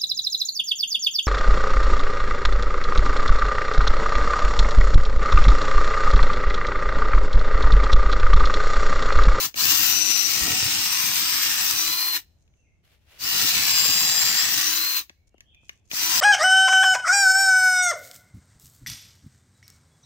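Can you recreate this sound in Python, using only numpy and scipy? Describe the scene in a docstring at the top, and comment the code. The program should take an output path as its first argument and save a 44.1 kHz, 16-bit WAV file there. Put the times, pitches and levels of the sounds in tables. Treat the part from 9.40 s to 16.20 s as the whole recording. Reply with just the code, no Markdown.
"""A cordless drill whines, rattles and hisses as it bores a timber in four runs on a lawn; the timber rumbles and knocks.
Between runs the bit taps and scrapes the wood, loose chips rustle and small birds call far off.
One motor speed sets every gear tone and tooth click; it sags as the bit bites and rises as the bit is drawn out.
Shaped noise makes the cutting, brush hiss and rumble; short bursts of noise ring the wood for its knocks."""
import sys
import numpy as np
from scipy import signal
from scipy.fft import rfft, irfft, next_fast_len
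from scipy.io import wavfile
from scipy.ndimage import uniform_filter1d, map_coordinates

SR = 44100
rng = np.random.default_rng(int(sys.argv[2]) if len(sys.argv) > 2 else 0)


def to_wav(sig):
    """Store sig (one row per channel, or 1-D mono) as 16-bit WAV at the path in sys.argv[1].

    Samples outside -1..1 are clipped; the rate is SR.
    """
    pcm = np.clip(np.atleast_2d(sig), -1, 1) * 32767
    pcm = np.round(pcm).astype(np.int16)
    wavfile.write(sys.argv[1], SR, pcm.T)  # frames by channels


N = 300002  # length [samples]
SUN, PLANET, RING = 12, 15, 42  # teeth on the wheels of the first gear stage
TURNS_PER_TOOTH = (SUN + RING) / (SUN * RING)  # motor shaft turns for each tooth that meshes

# how the tool tilts in the hand: (time [s], relative lean to the left [dB])
AIM = [(0, 1), (.7, 28.5), (1.15, 2.5), (2.8, -4.5), (3.9, 0), (6.8, -1.5)]


def amp(db):
    """Turn decibels into a gain."""
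    return 10 ** (np.asarray(db) / 20)


def unit(x):
    """Scale to an rms (average strength) of 1."""
    return x / np.sqrt(np.mean(x ** 2) + 1e-20)


def along(points, hz):
    """Read a curve of (frequency [Hz], value) points on a log frequency axis."""
    point_hz, value = np.transpose(points)
    return np.interp(np.log(hz + 1), np.log(point_hz + 1), value)


def curves(rows):
    """Draw each column after the time as a curve with one value per sample."""
    s, *columns = np.transpose(rows)
    return [np.interp(np.arange(N) / SR, s, column) for column in columns]


def wobble(rate):
    """Draw a smooth random curve through `rate` random points a second."""
    points = rng.standard_normal(int(N * rate / SR) + 4)
    return map_coordinates(points, [np.arange(N) * rate / SR])


def swell(start, length):
    """Rise and fall roundly between 0 and 1; times in seconds."""
    u = np.clip((np.arange(N) / SR - start) / length, 0, 1)
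    return np.sqrt(np.abs(np.sin(np.pi * u)))


def noise():
    """Make two unrelated white noises."""
    return rng.standard_normal((2, N))


def filtered(x, response):
    """Multiply the spectrum of x by a function of frequency."""
    m = next_fast_len(N + SR // 2)
    return irfft(rfft(x, m) * response(np.fft.rfftfreq(m, 1 / SR)), m)[..., :N]


def resonate(x, modes):
    """Ring x through resonances (centre [Hz], width [Hz], level [dB]) of alternating sign."""
    def response(f):
        total = 0
        for k, (centre, width, db) in enumerate(modes):
            damping = 1j * f * width
            total = total + (-1) ** k * amp(db) * damping / (centre * centre - f * f + damping)
        return total

    return filtered(x, response)


def peak(hz, centre, width):
    """Give the gain of one resonance for a tone that moves in pitch."""
    return 1 / np.sqrt(1 + (2 * (hz - centre) / width) ** 2)


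def pan(x, lean_db):
    """Place a sound between left and right; lean_db is left minus right gain."""
    left = amp(np.atleast_1d(lean_db) / 2)
    return x * np.array([left, 1 / left]) * 2 / (left + 1 / left)


def radiate(drive, spectrum):
    """Colour two noises and spread them over left and right; their middle has rms 1."""
    # how wide the sound is: (frequency [Hz], side minus middle [dB])
    side_width = [(60, -11.5), (99, -3.5), (160, -8), (270, -4), (450, -3.5), (740, -4.5), (1220, -3.5),
                  (2010, -2), (3330, -1), (5500, 0), (9080, 0.5), (15000, 0)]
    # where each pitch leans: (frequency [Hz], left minus right gain [dB])
    side_lean = [(60, 6), (92, 2.5), (140, -1.5), (210, 2), (330, 1.5), (500, 10.5), (770, 1.5), (1170, 0),
                 (1790, 2.5), (2740, -1.5), (4190, 1), (6410, 9.5), (9810, -5), (15000, 13.5)]

    def colour(hz):
        return amp(along(spectrum, hz)) * np.array([np.ones_like(hz), amp(along(side_width, hz))])

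    def lean(hz):
        lean_db = along(side_lean, hz)
        return amp(np.outer([.5, -.5], lean_db)) / np.sqrt(np.cosh(np.log(amp(lean_db))))

    middle, side = filtered(drive, colour)
    pair = filtered(np.array([middle + side, middle - side]), lean)
    return pair / np.sqrt(np.mean(pair.mean(0) ** 2))


def scatter(x, t60):
    """Blur x with diffuse echoes, different left and right, that fall 60 dB in t60 seconds."""
    t = np.arange(SR // 2) / SR
    tail = rng.standard_normal((2, len(t))) * amp(-60 * t / t60)
    return signal.fftconvolve(x[None], tail / np.linalg.norm(tail[0]), axes=1)[:, :N]


def speckle(x, depth_db):
    """Vary the gain in random patches, as the bit sinks and the tool's resonances and echoes shift."""
    z = signal.stft(x, nperseg=2048)[2]
    patches = rng.standard_normal(z.shape[1:])
    patches = uniform_filter1d(patches, size=7, axis=0)  # smooth over frequency
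    patches = uniform_filter1d(patches, size=12, axis=1)  # smooth over time
    return unit(signal.istft(z * amp(depth_db * unit(patches)), nperseg=2048)[1][:, :N])


def motor():
    """Spin the motor up to the speed the wood allows, then brake it on release.

    Gives the tooth meshing rate, the share of allowed speed reached in spin-up, and a law-to-gain function."""
    # pulls of the trigger: (pressed [s], released [s], spin-up time constant [s],
    # time constant of leaning on the tool [s], level [dB])
    runs = [(-0.3, 0.054, 0.049, 0.05, -0.5), (0.145, 2.768, 0.045, 0.028, 0.04),
            (3.776, 5.594, 0.033, 0.071, 0), (6.492, 7.1, 0.04, 0.055, -0.36)]
    # speed the wood allows, one curve per run: (time [s], tooth meshing rate [Hz])
    allowed_speed = [
        [(0, 3120), (0.06, 2993)],
        [(0.42, 2835), (0.58, 2952), (0.8, 2923), (1.0, 2889), (1.15, 2795), (1.4, 2738), (1.55, 2792),
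         (1.75, 2826), (2.05, 2744), (2.23, 2655), (2.36, 2901), (2.56, 3090), (2.7, 3143), (2.78, 3075)],
        [(3.98, 2878), (4.22, 2606), (4.42, 2450), (4.62, 2523), (4.75, 2503), (4.96, 2411), (5.16, 2802),
         (5.38, 3060), (5.5, 3134), (5.58, 3114)],
        [(6.69, 2996), (6.76, 2601), (6.8, 2556)],
    ]
    free_hz = 3124  # meshing rate when spinning in air
    heavy_sag_hz, bite_sag_hz = 720, 120  # drop in rate under heavy load; as the edges first bite
    pressure_power = 1.9  # loudness grows as this power of pressure
    brake_db_per_s, coast_s = 517.5, 0.5  # after release: fall in level; time constant of slowing
    entry_s = 0.7  # time constant of the bit's chatter before its hole steadies it

    t = np.arange(N) / SR
    state = np.zeros((5, N))
    for (on, off, spin_up_s, lean_s, db), speed in zip(runs, allowed_speed):
        allowed_hz, = curves(speed)
        age = np.maximum(t - on, 0)
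        released = np.maximum(t - off, 0)
        spin = 1 - np.exp(-age / spin_up_s)
        mesh_hz = allowed_hz * spin * np.exp(-released / coast_s)
        pressure = 1 - np.exp(-age / lean_s)
        drive = pressure ** pressure_power * amp(db - brake_db_per_s * released)
        sag_hz = np.maximum(free_hz - allowed_hz, 0)
        state = np.where(t >= on, [mesh_hz, spin, drive, sag_hz, age], state)

    mesh_hz, spin, drive, sag_hz, age = state
    spinning_free = np.exp(-sag_hz / bite_sag_hz)
    heavy_load = sag_hz / heavy_sag_hz
    entry = np.exp(-age / entry_s)
    conditions = np.array([np.ones(N), spinning_free, heavy_load, entry])
    return mesh_hz, spin, lambda law: drive * amp(np.dot(law, conditions))


def tooth_hits(mesh, loose):
    """Click once per tooth; sizes repeat with each planet turn, and play in the gears makes them vary."""
    teeth = np.arange(1, int(mesh[-1]))
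    at = np.interp(teeth, mesh, np.arange(N))  # position of each tooth [samples]
    repeating = rng.standard_normal(PLANET)[teeth % PLANET]
    size = repeating + loose * rng.standard_normal(N // 8)[teeth]
    # a click between two samples is a short windowed sinc
    places = at.astype(int)[:, None] + np.arange(-7, 9)
    offset = places - at[:, None]
    click = size[:, None] * np.sinc(offset) * np.cos(np.pi * offset / 16) ** 2
    return unit(np.bincount(np.clip(places, 0, N - 1).ravel(), click.ravel(), N))


def clatter(mesh, loose):
    """Make separate tooth clicks for left and right."""
    return np.array([tooth_hits(mesh, loose), tooth_hits(mesh, loose)])


def whine(mesh, swing_db, order, rough, flutter_db):
    """Sing a gear tone left and right, throbbing with the planets and smeared by backlash."""
    def voice():
        loudness = amp(swing_db + flutter_db * wobble(70))
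        phase = 2 * np.pi * (order * mesh + rng.random()) + rough * wobble(160)
        return unit(loudness * np.sin(phase))

    return np.array([voice(), voice()])


def gear_tones(mesh, mesh_hz, spin, level):
    """Sing gear and fan tones, loud where they meet a case resonance; slack teeth smear them in spin-up."""
    # resonances of the gear case: (centre [Hz], width [Hz], level [dB])
    case_modes = [(2730, 590, -30.5), (4200, 540, -24), (4985, 270, -24), (5510, 210, -29.5),
                  (5878, 130, -22), (7400, 700, -31), (8480, 800, -41.5)]
    # level of each tone: (while boring [dB], change when spinning free [dB],
    # change under heavy load [dB], change on entry [dB])
    planet_law = (-11.5, 9, 0, -9)
    first_law = (-5, -12, -1.5, 11.5)
    second_law = (0.5, -13.5, -1, 2.5)
    third_law = (2.6, -11, 1.5, -4)
    fan_law = (-22, 6.5, -0.5, -1)
    swing = np.sin(2 * np.pi * mesh / PLANET)
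    slack = 1.2 * (1 - spin)

    def tone(law, order, throb_db, rough, flutter_db):
        power = sum((amp(db) * peak(order * mesh_hz, hz, width) ** 2) ** 2 for hz, width, db in case_modes)
        voices = whine(mesh, throb_db * swing, order, rough + slack, flutter_db)
        return level(law) * np.sqrt(power) * voices

    song = tone(planet_law, order=20 / PLANET, throb_db=1, rough=.4, flutter_db=2.5)
    # the meshing rate itself rocks the case from side to side, so left and right are opposite
    first = tone(first_law, order=1, throb_db=3, rough=1.3, flutter_db=3)[0] * np.array([[1], [-1]])
    second = tone(second_law, order=2, throb_db=3.5, rough=.4, flutter_db=2.5)
    third = tone(third_law, order=3, throb_db=2.5, rough=.5, flutter_db=3)
    # twelve fan blades pass in each turn of the shaft
    fan = tone(fan_law, order=12 * TURNS_PER_TOOTH, throb_db=1, rough=.3, flutter_db=2)
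    aim_db, = curves(AIM)
    low = pan(song + fan, lean_db=1.0) + pan(first, lean_db=-4)
    return low + pan(second, aim_db + 7) + pan(third, lean_db=-5.5)


def cutting(mesh, level, judder, shade_db):
    """Tear the wood fibres: uneven noise and tooth clicks shaken by the judder; also gives the timber's groan."""
    # colours of the cut and of the timber's hollow response: (frequency [Hz], relative level per Hz [dB])
    cut_colour, groan_colour = [(420, -56.5), (720, -14), (899, -7.5), (1020, -2.5), (1230, -4.5),
                                (1340, -2), (1440, -3), (2440, 0), (2880, 0.5), (3210, -2), (3600, -1),
                                (4680, -33.5), (7920, -120)], [(300, -30.5), (400, -7.5), (470, -3), (560, -7), (740, 6),
                                             (850, -3.5), (1200, -39.5), (3000, -88)]
    # levels: (while boring [dB], change when free [dB], change under heavy load [dB], change on entry [dB])
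    cut_law, groan_law = (-34, -2.2, 3.3, 1), (-64.5, 0.5, 12, 8.5)

    def tearing():
        return unit(noise() * amp(1.7 * wobble(900))) + clatter(mesh, loose=1.5)

    torn = speckle(tearing(), depth_db=2.5) * amp(judder)
    cut = level(cut_law) * amp(0.4 * shade_db) * radiate(torn, cut_colour)
    groan = level(groan_law) * radiate(speckle(tearing(), depth_db=3), groan_colour)
    return cut, groan


def gear_rattle(mesh, level, judder, aim_db):
    """Rattle the housing with noise and tooth clicks that throb once per planet turn."""
    # colour of the housing: (frequency [Hz], relative level per Hz [dB])
    housing_colour = [(1760, -32), (3000, -5.5), (3190, -10.5), (3860, -1.5), (4090, 2.5), (4420, -1),
                      (4810, 3), (5230, -1), (5780, 2), (8290, -7), (9260, -8.5), (10200, -19.5),
                      (10500, -15.5), (13600, -41), (22000, -120)]
    # level: (while boring [dB], change when free [dB], change under heavy load [dB], change on entry [dB])
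    rattle_law = (-28.5, -4.5, 2, 3.5)
    knocking = amp(judder + 1.0 * np.sin(2 * np.pi * mesh / PLANET) + 0.57 * wobble(800))
    shaken = speckle(noise() + 0.66 * clatter(mesh, loose=0.94), depth_db=2.5) * knocking
    return pan(level(rattle_law) * radiate(shaken, housing_colour), 0.17 * aim_db)


def brush_hiss(shaft, level, judder, aim_db, shade_db):
    """Hiss as the brushes spark: noise that swells twice per shaft turn."""
    # colour of the sparks: (frequency [Hz], relative level per Hz [dB])
    brush_colour = [(5880, -46.5), (10000, -15), (10500, -16), (11500, -4.5), (12800, -8.5), (13900, 3),
                    (14500, 0), (15400, 0), (16000, -9)]
    # level: (while boring [dB], change when free [dB], change under heavy load [dB], change on entry [dB])
    brush_law = (-30, -0.3, 1, 0.8)
    twice_a_turn = .9 * np.sin(4 * np.pi * shaft)
    sparks_db = judder + .6 * wobble(30) + twice_a_turn + 0.59 * wobble(1100)
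    sparks = speckle(noise(), depth_db=3.7) * amp(sparks_db)
    return pan(level(brush_law) * amp(shade_db) * radiate(sparks, brush_colour), 0.61 * aim_db)


def timber(shaft, mesh_hz, level, groan):
    """Shake the timber: the unbalanced shaft makes it hum, the cutting edges make it rumble and groan."""
    # the timber's bending resonance: (centre [Hz], width [Hz])
    hum_mode = (321.3, 25)
    # colour of the rumble: (frequency [Hz], relative level per Hz [dB])
    rumble_colour = [(15, -46.5), (25, -19.5), (59, -5.5), (113, -1), (188, 0.5), (240, -7.5), (300, 0),
                     (375, -13.5), (480, -8), (620, -39), (1060, -120)]
    # bouts of extra shaking: the bit skates on the surface at first, later the timber rocks on its support:
    # (start [s], length [s], extra rumble and groan [dB])
    rumble_bouts = [(0, 0.19, 9.5), (0.941, 0.37, 10)]
    # levels: (while boring [dB], change when free [dB], change under heavy load [dB], change on entry [dB])
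    hum_law, rumble_law = (-48, -3, -3, -1.5), (-50.5, -15, 1, 9)
    hum = unit(np.sin(2 * np.pi * shaft + .25 * wobble(40))) * amp(1.5 * wobble(25))
    hum = hum * level(hum_law) * peak(mesh_hz * TURNS_PER_TOOTH, *hum_mode)
    rumble = level(rumble_law) * radiate(noise() * amp(3.5 * wobble(30)), rumble_colour)
    bout_db = sum(db * swell(s, length) for s, length, db in rumble_bouts)
    return pan(hum, lean_db=4.0) + amp(bout_db) * (pan(rumble, lean_db=0) + groan)


def drill():
    """Drive gears, brushes and bit from one shaft; its speed and load set every level."""
    # the second hand covers the vents and damps the tool a little: (time [s], change of brush hiss [dB])
    vent_shade = [(0.48, 1.5), (0.65, -8.5), (0.8, -3.5), (1.45, -2.5), (1.6, 1)]
    mesh_hz, spin, level = motor()
    aim_db, = curves(AIM)
    shade_db, = curves(vent_shade)
    mesh = np.cumsum(mesh_hz * (1 + 0.002011 * wobble(30))) / SR  # teeth meshed so far
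    shaft = mesh * TURNS_PER_TOOTH  # turns so far
    # the bit catches and slips in the fibres, shaking the whole tool [dB]
    judder = .6 * wobble(35) + 1.0 * wobble(260)
    cut, groan = cutting(mesh, level, judder, shade_db)
    rattle = gear_rattle(mesh, level, judder, aim_db)
    hiss = brush_hiss(shaft, level, judder, aim_db, shade_db)
    shaken = timber(shaft, mesh_hz, level, groan)
    return cut + rattle + hiss + shaken + gear_tones(mesh, mesh_hz, spin, level)


def garden():
    """Make a low outdoor rumble and a faint hiss from slowly wavering noise."""
    # colour of the garden: (frequency [Hz], relative level per Hz [dB])
    garden_colour = [(20, -19), (45, -7), (76, -2.5), (125, -13.5), (300, -25.5), (680, -30.5), (1100, -42),
                     (2300, -41), (4500, -50), (6500, -45), (9000, -56.5), (16000, -63)]
    return amp(-64.5 + 1.2 * wobble(2.7)) * radiate(noise(), garden_colour)


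def blows(rows, modes, t60):
    """Strike the modes with short noise bursts (time [s], level [dB]); t60 [s] is each burst's fade."""
    t = np.arange(SR // 10) / SR
    force = np.zeros(N + SR)
    for s, db in rows:
        burst = unit(rng.standard_normal(len(t)) * amp(-60 * t / t60))
        force[round(s * SR):][:len(t)] += amp(db) * burst
    ring = resonate(force[:N], modes)
    return ring / np.abs(ring).max() * amp(max(db for s, db in rows))


def knocks():
    """Click and thud where bit and chips tap the timber; only thud where it bumps on its support."""
    # bit and chips tapping the timber: (time [s], click level [dB], thud relative to click [dB])
    tap_times = [(0.1416, -26.5, -17), (3.0774, -60, -13.5), (3.138, -61, -13.5), (5.6954, -35.5, -12),
                 (5.9803, -51, -14), (6.0056, -36.5, -27), (6.1462, -48, -23), (6.2932, -28, -23),
                 (6.5034, -42, -27), (6.5134, -21, -22.5)]
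    # the timber bumping on its support: (time [s], level [dB])
    bump_times = [(1.007, -29.5), (1.077, -22.5), (1.224, -29), (4.455, -28), (5.699, -47.5), (5.942, -47),
                  (6.232, -54), (6.531, -33)]
    # resonances of the click and of the timber: (centre [Hz], width [Hz], level [dB])
    tap_modes, timber_modes = [(1100, 100, -5.5), (1757, 210, 0.5), (2370, 430, 2.5), (3380, 860, -4.5),
                               (4580, 460, -6.5), (5810, 990, -6), (6960, 950, -9), (12400, 3000, -18.5)], [(200, 92, 0), (336, 240, 0), (502, 250, -0.5),
                                                  (740, 230, -5.5), (1100, 350, -12.5)]
    clicks = blows([(s, db) for s, db, thud_db in tap_times], tap_modes, t60=0.018)
    thuds = blows([(s, db + thud_db) for s, db, thud_db in tap_times], timber_modes, t60=.015)
    bumps = blows(bump_times, timber_modes, t60=0.028)
    wood = amp(0.5) * scatter(clicks, t60=.004) + amp(1.0) * thuds + amp(-2.5) * pan(bumps, lean_db=11.5)
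    return wood + amp(-10.5) * scatter(clicks + thuds, t60=0.22)


def thumps():
    """Swing two and a half low cycles for each soft jolt, mostly on the right."""
    # soft low thumps on the microphone: (time [s], pitch [Hz], level [dB])
    jolts = [(1.008, 55.5, -32), (1.123, 107, -38), (1.22, 100, -33.5), (1.252, 110, -31)]
    t, out = np.arange(N) / SR, np.zeros(N)
    for s, hz, db in jolts:
        cycles = np.clip((t - s) * hz, 0, 2.5)
        out += amp(db) * np.sin(2 * np.pi * cycles) * np.sin(np.pi * cycles / cycles.max())
    return pan(out, lean_db=-18.5)


def birds():
    """Glide far-off warbling calls from one pitch to another, blurred by trees and walls."""
    # bird calls: (time [s], length [s], start pitch [Hz], end pitch [Hz], relative level [dB])
    bird_calls = [(2.947, 0.35, 6500, 6040, -79.5), (3.129, 0.16, 2840, 2420, -75.5),
                  (3.235, 0.06, 2170, 2110, -71), (5.741, 0.096, 2210, 2420, -76),
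                  (5.904, 0.0765, 2780, 3150, -71.5), (6.032, 0.11, 2930, 3480, -62),
                  (6.096, 0.12, 2610, 2440, -63.5)]
    t, calls = np.arange(N) / SR, np.zeros(N)
    quaver = 1 + 0.041 * wobble(130)
    for s, length, start_hz, end_hz, db in bird_calls:
        u = np.clip((t - s) / length, 0, 1)
        pitch_hz = (start_hz + (end_hz - start_hz) * u) * quaver
        calls += amp(db) * np.sin(np.pi * u) * np.sin(2 * np.pi * np.cumsum(pitch_hz) / SR)
    return amp(4.5) * scatter(calls, t60=0.78)


def crumbs():
    """Crack sparsely as shavings are crushed around the hole: noise with wild level swings."""
    # loose chips rustling under the bit: (time [s], length [s], level [dB])
    rustles = [(2.98, 0.1, -77), (3.15, 0.1, -82), (5.868, 0.029, -70), (6.206, .2, -68.5),
               (6.443, 0.058, -67)]
    stir = sum(amp(db) * swell(s, length) for s, length, db in rustles)
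    chip_modes = [(2800, 2000, -10), (6550, 1200, 1.5), (12000, 4000, -22)]  # centre, width [Hz], level [dB]
    return stir * unit(resonate(noise() * amp(5.7 * wobble(370)), chip_modes))


def scrapes():
    """Drag the bit's tip over the grain to the next hole: rough noise in short strokes."""
    # strokes over the wood: (time [s], length [s], level [dB])
    strokes = [(3.428, 0.065, -66.5), (3.47, 0.12, -65.5), (3.562, 0.19, -72.5), (3.662, 0.22, -57)]
    # colour of the scraping: (frequency [Hz], relative level per Hz [dB])
    scrape_colour = [(180, -39), (300, -8), (600, -1), (953, -8), (2740, -1), (4720, -9), (9290, -18),
                     (11300, -14), (15500, -17)]
    stroke = sum(amp(db) * swell(s, length) ** 2 for s, length, db in strokes)
    return stroke * radiate(noise() * amp(1.8 * wobble(400)), scrape_colour)


def scene():
    """Put the drill and timber close by, with a faint echo of the drill and the garden behind."""
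    tool = drill()
    echo = scatter(resonate(tool.mean(0), [(4000, 6000, -0.5), (4180, 200, 4.5)]), t60=0.6)
    near = tool + amp(-29) * echo + knocks() + thumps() + crumbs() + scrapes()
    return near + birds() + pan(garden(), lean_db=-2)


def record(dry):
    """Remove the highest treble with a steep but smooth cut."""
    top_hz = 15800  # half the amplitude is left here
    return filtered(dry, lambda hz: .5 - .5 * np.tanh((hz - top_hz) / 90))


dry = scene()
out = record(dry)
to_wav(out)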